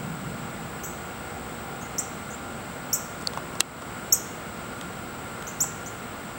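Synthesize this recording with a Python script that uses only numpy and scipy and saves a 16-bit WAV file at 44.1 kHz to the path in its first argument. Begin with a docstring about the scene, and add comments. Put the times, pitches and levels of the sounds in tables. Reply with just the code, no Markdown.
"""Outdoors: a soft rush, a band of insect hiss and a faint, steady whine run throughout; a low hum fades early on.
From 0.8 s a perched hummingbird gives thin chips, each a fast upward sweep that scatters in the trees.
Fainter chips answer from farther off, and a faint drone swells to 1.66 s and sinks.
From 3.2 s dry clicks of noise and ringing sound close to the microphone.
A hard snap of short modes at 3.6 s makes the gain control duck; the level then creeps back."""
import sys
import numpy as np
from scipy import signal
from scipy.fft import rfft, irfft, next_fast_len
from scipy.io import wavfile
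from scipy.ndimage import uniform_filter1d, map_coordinates

SR = 44100
rng = np.random.default_rng(int(sys.argv[2]) if len(sys.argv) > 2 else 0)


def log_audio(samples):
    """Write samples as a 16-bit WAV file to the path given in sys.argv[1]."""
    # one column per channel
    frames = np.atleast_2d(samples).T
    # limit to full scale, then quantise
    limited = np.clip(frames, -1, 1)
    pcm = np.round(limited * 32767).astype(np.int16)
    wavfile.write(sys.argv[1], SR, pcm)


N = 281358  # samples

# Bird chips, near and far: t/s, level/dB, f/Hz that the leap approaches, length/s,
# fade over the chip/dB, octave against the fundamental/dB, near echo/dB
CHIPS = [ (0.8325, -41, 7230, 0.027, 1, -1, 3), (1.808, -49, 6300, .03, -3, -11, -1),
         (1.981, -20.5, 7460, .027, 17.5, -9.5, -6), (2.302, -46, 6700, .02, -3, -22, -12),
         (2.323, -49, 6700, .032, -9, -22, -11), (2.928, -20, 7300, 0.029, 7.5, -2.5, -5.5),
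         (4.1224, -10.5, 7170, 0.039, 24.5, -5.5, -9.5), (5.467, -37, 6550, 0.028, 5, -7, -2),
         (5.603, -17.5, 6940, 0.034, 11, -6, -6.5), (5.859, -39, 6500, .032, 2, -13, -7)]
# Dry clicks close to the microphone: t/s, level/dB, ring f/Hz, knock against the click/dB
CLICKS = [ (3.211, -30, 4500, -5), (3.222, -29, 4500, -10), (3.2725, -5.5, 4460, -28),
          (3.335, -24.5, 3500, -8), (3.374, -21, 2900, -3.5), (3.553, -27.5, 3000, -6),
          (3.820, -31.5, 3500, 2.5), (4.812, -20.5, 3200, -22), (5.424, -20.5, 3200, -17),
          (5.640, -29, 2520, 0.5)]
# Modes of the one hard snap: f/Hz, level/dB, t60/s
SNAP_MODES = [(352, -28, 0.033), (1170, -18, 0.017), (1300, -22.5, 0.024), (2020, -18, 0.011),
              (2760, -13.5, 0.019), (3270, -16.5, 0.017), (3930, -6, 0.0075), (7404, 1, 0.0033),
              (8030, -1.5, 0.0041), (8770, -21, 0.019), (10000, -18, 0.0071)]
# Steady tones of the whine: f/Hz, level/dB rms
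WHINE_TONES = [(349, -56.5), (481, -56), (765, -67), (1038, -60), (1153, -57.5), (1268, -57), (1326, -60.5),
               (1384, -49.5), (1442, -53), (2076, -59), (2212, -61.5), (2503, -79), (2822, -66),
               (15720, -53)]
# Noise colours, all with the columns f/Hz, relative density/dB per Hz
FAR_INSECT_SPECTRUM = [(8800, -35), (9200, -4), (9550, 3), (9900, -38)]  # one distant rasp
DRONE_SPECTRUM = [(600, -38), (730, -1), (790, 7), (850, -7), (1000, -48)]  # narrow far drone
# Insect chorus: f/Hz, relative density/dB per Hz
INSECT_SPECTRUM = [(6300, -27), (6900, -9), (7300, -2), (8150, 1.5), (8650, -5), (9000, -14.5), (9800, -22)]
# Low hum: f/Hz, relative density/dB per Hz
HUM_SPECTRUM = [(70, -24), (125, -3), (160, 6), (210, -0.5), (280, -10.5), (500, -59)]
# Outdoor rush: f/Hz, relative density/dB per Hz
AIR_SPECTRUM = [(15, -49), (25, -19), (74, -2.5), (161, -1), (204, -1.5), (235, 1), (319, -6.5),
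                (351, -5.5), (444, -6), (781, -6), (922, -8.5), (1410, -8), (1830, -13.5), (3150, -19),
                (6370, -29.5), (7000, -43), (9100, -58), (15400, -120)]
# Microphone hiss: f/Hz, relative density/dB per Hz
HISS_SPECTRUM = [(5000, -23), (9000, -9), (10500, -1), (11700, -6), (13300, 0.5), (14700, -3), (15500, 6),
                 (15900, -7)]

# A chip at 0 dB leaps from this low note, then climbs steadily; softer chips start higher
CHIP_START_HZ, CHIP_START_HZ_PER_DB = 5090, 16
CHIP_LEAP_S, CHIP_CLIMB_HZ_PER_S = 0.00505, 35600
# The long foliage tail against the near scatter; it grows faster as a chip gets wetter
FOLIAGE_DB, FOLIAGE_GROWTH = -4.5, 1.27
# A soft click; harder ones die sooner (dB to halve the decay) and ring more (dB per dB)
CLICK_SOFT_DB, CLICK_T60_S, CLICK_RING_DB = -25, 0.014, -13
CLICK_HALVING_DB, CLICK_RING_PER_DB = 10.5, 1.15
SNAP_S = 3.6058
DRONE_DB, DRONE_PEAK_S, DRONE_SLOPE_DB_PER_S = -47, 1.66, 6.5
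HUM_DB, HUM_HOLD_S, HUM_FADE_DB_PER_S, HUM_REST_DB = -36, 0.36, 19, -56.5
TOP_HZ = 16000  # upper band limit of the recorder


def amp(db):
    """Convert dB to an amplitude factor."""
    return 10 ** (np.asarray(db) / 20)


def unit(x):
    """Scale a signal to rms 1."""
    return x / np.sqrt(np.mean(x ** 2) + 1e-20)


def wobble(rate):
    """A smooth random curve with rate knots a second."""
    knots = rng.standard_normal(int(N * rate / SR) + 4)
    return map_coordinates(knots, [np.arange(N) * rate / SR])


def filtered(x, response):
    """Shape the spectrum of x by a response given over frequency in Hz."""
    m = next_fast_len(N + SR // 2)
    hz = np.fft.rfftfreq(m, 1 / SR)
    return irfft(rfft(x, m) * response(hz), m)[:N]


def noise(spectrum):
    """Noise of rms 1, coloured by (f/Hz, density/dB) points joined on a log frequency axis."""
    f, db = np.transpose(spectrum)
    white = rng.standard_normal(N)
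    return unit(filtered(white, lambda hz: amp(np.interp(np.log(hz + 1), np.log(f), db))))


def add(track, s, sound):
    """Mix a sound into the track at time s."""
    part = track[round(s * SR):][:len(sound)]
    part += sound[:len(part)]


def chips(attack=0.0041, release=0.0051, hold=0.00258, overtone_fade_db=11, overtone_attack=0.004,
          flutter_db=2.0, waver_hz=70):
    """Each chip is a whistle that catches on a low note, leaps up and climbs on, its octave weakening."""
    out = np.zeros(N)
    for s, db, top_hz, length, fade_db, overtone_db, echo_db in CHIPS:
        t = np.arange(int(length * SR)) / SR
        # pitch, strength and octave waver from one few milliseconds to the next (400 knots a second)
        curves = rng.standard_normal((3, 40))
        bend, flutter, colour = (map_coordinates(knots, [t * 400]) for knots in curves)
        start_hz = CHIP_START_HZ - CHIP_START_HZ_PER_DB * db
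        leap_hz = top_hz + (start_hz - top_hz) * np.exp(-np.maximum(t - hold, 0) / CHIP_LEAP_S)
        pitch_hz = leap_hz + CHIP_CLIMB_HZ_PER_S * t + waver_hz * bend
        phase = 2 * np.pi * np.cumsum(pitch_hz) / SR
        edges = np.clip(np.minimum(t / attack, (length - t) / release), 0, 1)
        gate = np.sin(np.pi / 2 * edges) ** 2
        # the octave grows only once the syrinx swings fully
        octave_db = overtone_db - overtone_fade_db * t / length + flutter_db * colour
        octave = np.minimum(t / overtone_attack, 1) * amp(octave_db)
        whistle = np.sin(phase) + octave * np.sin(2 * phase)
        call = np.sqrt(2) * amp(db - fade_db * t / length + flutter_db * flutter) * gate * whistle
        echo = trees(twig_db=-15.5, near_db=echo_db, near_t60=0.18,
                     far_db=FOLIAGE_GROWTH * echo_db + FOLIAGE_DB, far_t60=0.6, gap=0.0033, dull_hz=9000)
        add(out, s, call)
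        add(out, s, signal.fftconvolve(call, echo))
    return out


def trees(twig_db, near_db, near_t60, far_db, far_t60, gap, dull_hz):
    """Echo of one call: a few distinct bounces, quick scatter nearby, then a long dull foliage tail."""
    t = np.arange(SR // 2) / SR
    decay = amp(-60 * t / np.array([[near_t60], [far_t60]]))
    near, far = rng.standard_normal((2, len(t))) * decay * (t > gap)
    lowpass = signal.butter(1, dull_hz, fs=SR, output="sos")
    far = signal.sosfilt(lowpass, far)
    echo = amp(near_db) * near / np.linalg.norm(near) + amp(far_db) * far / np.linalg.norm(far)
    delays = gap * rng.uniform(0.72, 2.5, size=3)
    echo[(delays * SR).astype(int)] += amp(twig_db)
    return echo


def snap(level_db=5, crack_db=-14, rattle_db=-39, attack=0.00027, lead_in_db=-27, lead_in_t60=0.02):
    """One hard snap by the microphone: short modes, crack, rattle; a faint noise burst swells just before it."""
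    out, t = np.zeros(N), np.arange(SR // 10) / SR
    ring = sum(amp(db - 60 * t / t60) * np.sin(2 * np.pi * hz * t) for hz, db, t60 in SNAP_MODES)
    crack = amp(crack_db) * burst(t, 640, 12000, 0.013)
    rattle = amp(rattle_db) * burst(t, 700, 4500, 0.076)
    # a reversed burst swells up to the snap
    lead_in = amp(level_db + lead_in_db) * burst(t, 3200, 7400, lead_in_t60)[::-1]
    add(out, SNAP_S - len(t) / SR, lead_in)
    add(out, SNAP_S, amp(level_db) * (ring + crack + rattle) * (1 - np.exp(-t / attack)))
    return out


def clicks(attack=0.00014, ring_attack=0.00056, grit_db=-9):
    """Dry ticks: broad grit, a few cycles of one resonance, a dull knock; harder ones ring more, die sooner."""
    out, t = np.zeros(N), np.arange(SR // 10) / SR
    for s, db, hz, knock_db in CLICKS:
        force_db = db - CLICK_SOFT_DB
        t60 = CLICK_T60_S * 2 ** (-force_db / CLICK_HALVING_DB)
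        ring_db = CLICK_RING_DB + CLICK_RING_PER_DB * force_db
        ring_onset = 1 - np.exp(-(t / ring_attack) ** 2)
        ring = amp(ring_db - 60 * t / t60) * np.sin(2 * np.pi * hz * t) * ring_onset
        grit = amp(grit_db) * burst(t, 0.75 * hz, 8600, t60)
        knock = amp(knock_db) * burst(t, 510, 1320, 0.039)
        add(out, s, amp(db) * (ring + grit + knock) * (1 - np.exp(-t / attack)))
    return out


def burst(t, low_hz, high_hz, t60):
    """A band of noise that starts at once and dies away by 60 dB in t60 seconds."""
    band = signal.butter(2, [low_hz, high_hz], "band", fs=SR, output="sos")
    return unit(signal.sosfilt(band, rng.standard_normal(len(t)))) * amp(-60 * t / t60)


def far_insect(level_db=-69, pulse_db=4):
    """One distant insect rasps irregularly between two levels: a random curve squashed by tanh."""
    pulses = np.tanh(2 * wobble(16))
    return amp(level_db + pulse_db * pulses) * noise(FAR_INSECT_SPECTRUM)


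def insects(level_db=-50):
    """The insect chorus: a steady band of hiss with a slight waver."""
    return amp(level_db + 0.44 * wobble(5.9)) * noise(INSECT_SPECTRUM)


def drone():
    """A faint, narrow band of noise far away swells to one peak and sinks as fast."""
    level_db = DRONE_DB - DRONE_SLOPE_DB_PER_S * np.abs(np.arange(N) / SR - DRONE_PEAK_S)
    return amp(level_db) * noise(DRONE_SPECTRUM)


def hum():
    """Low noise that holds, then fades by steady dB per second to a trace, wavering throughout."""
    fading_s = np.maximum(np.arange(N) / SR - HUM_HOLD_S, 0)
    level_db = np.maximum(HUM_DB - HUM_FADE_DB_PER_S * fading_s, HUM_REST_DB)
    return amp(level_db + 1.3 * wobble(9.4)) * noise(HUM_SPECTRUM)


def air(level_db=-37.5):
    """The soft outdoor rush: broad, mostly low noise of nearly constant level."""
    return amp(level_db + 0.15 * wobble(5.06)) * noise(AIR_SPECTRUM)


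def whine(drift_hz=1.17, waver_db=1.5):
    """Thin sine tones, slightly unsteady in pitch and level, likely from the camera's electronics."""
    out = np.zeros(N)
    for hz, db in WHINE_TONES:
        phase = 2 * np.pi * np.cumsum(hz + drift_hz * wobble(8)) / SR
        out += np.sqrt(2) * amp(db + waver_db * wobble(4.13)) * np.sin(phase)
    return out


def microphone_hiss(level_db=-60):
    """The microphone's own constant noise, mostly treble."""
    return amp(level_db) * noise(HISS_SPECTRUM)


def scene():
    """Sum the bird, the close clicks and the background at one microphone."""
    close = chips() + snap() + clicks()
    distant = far_insect() + insects() + drone() + hum() + air()
    return (close + distant + whine() + microphone_hiss())[None]


def record(dry, threshold_db=-0.5, recovery_db_per_s=15):
    """Gain control ducks at a peak and creeps back; the recorder clips at full scale and limits the band."""
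    x = dry[0]
    over_db = np.maximum(20 * np.log10(np.abs(x) + 1e-9) - threshold_db, 0)
    # a running maximum on a rising ramp holds each peak and lets it recover at the ramp's slope
    ramp_db = recovery_db_per_s * np.arange(N) / SR
    duck_db = np.maximum.accumulate(over_db + ramp_db) - ramp_db
    ducked = x * amp(-uniform_filter1d(duck_db, size=16))
    clipped = np.clip(ducked, -1, 1)
    return filtered(clipped, lambda hz: hz < TOP_HZ)[None]


dry = scene()
out = record(dry)
log_audio(out)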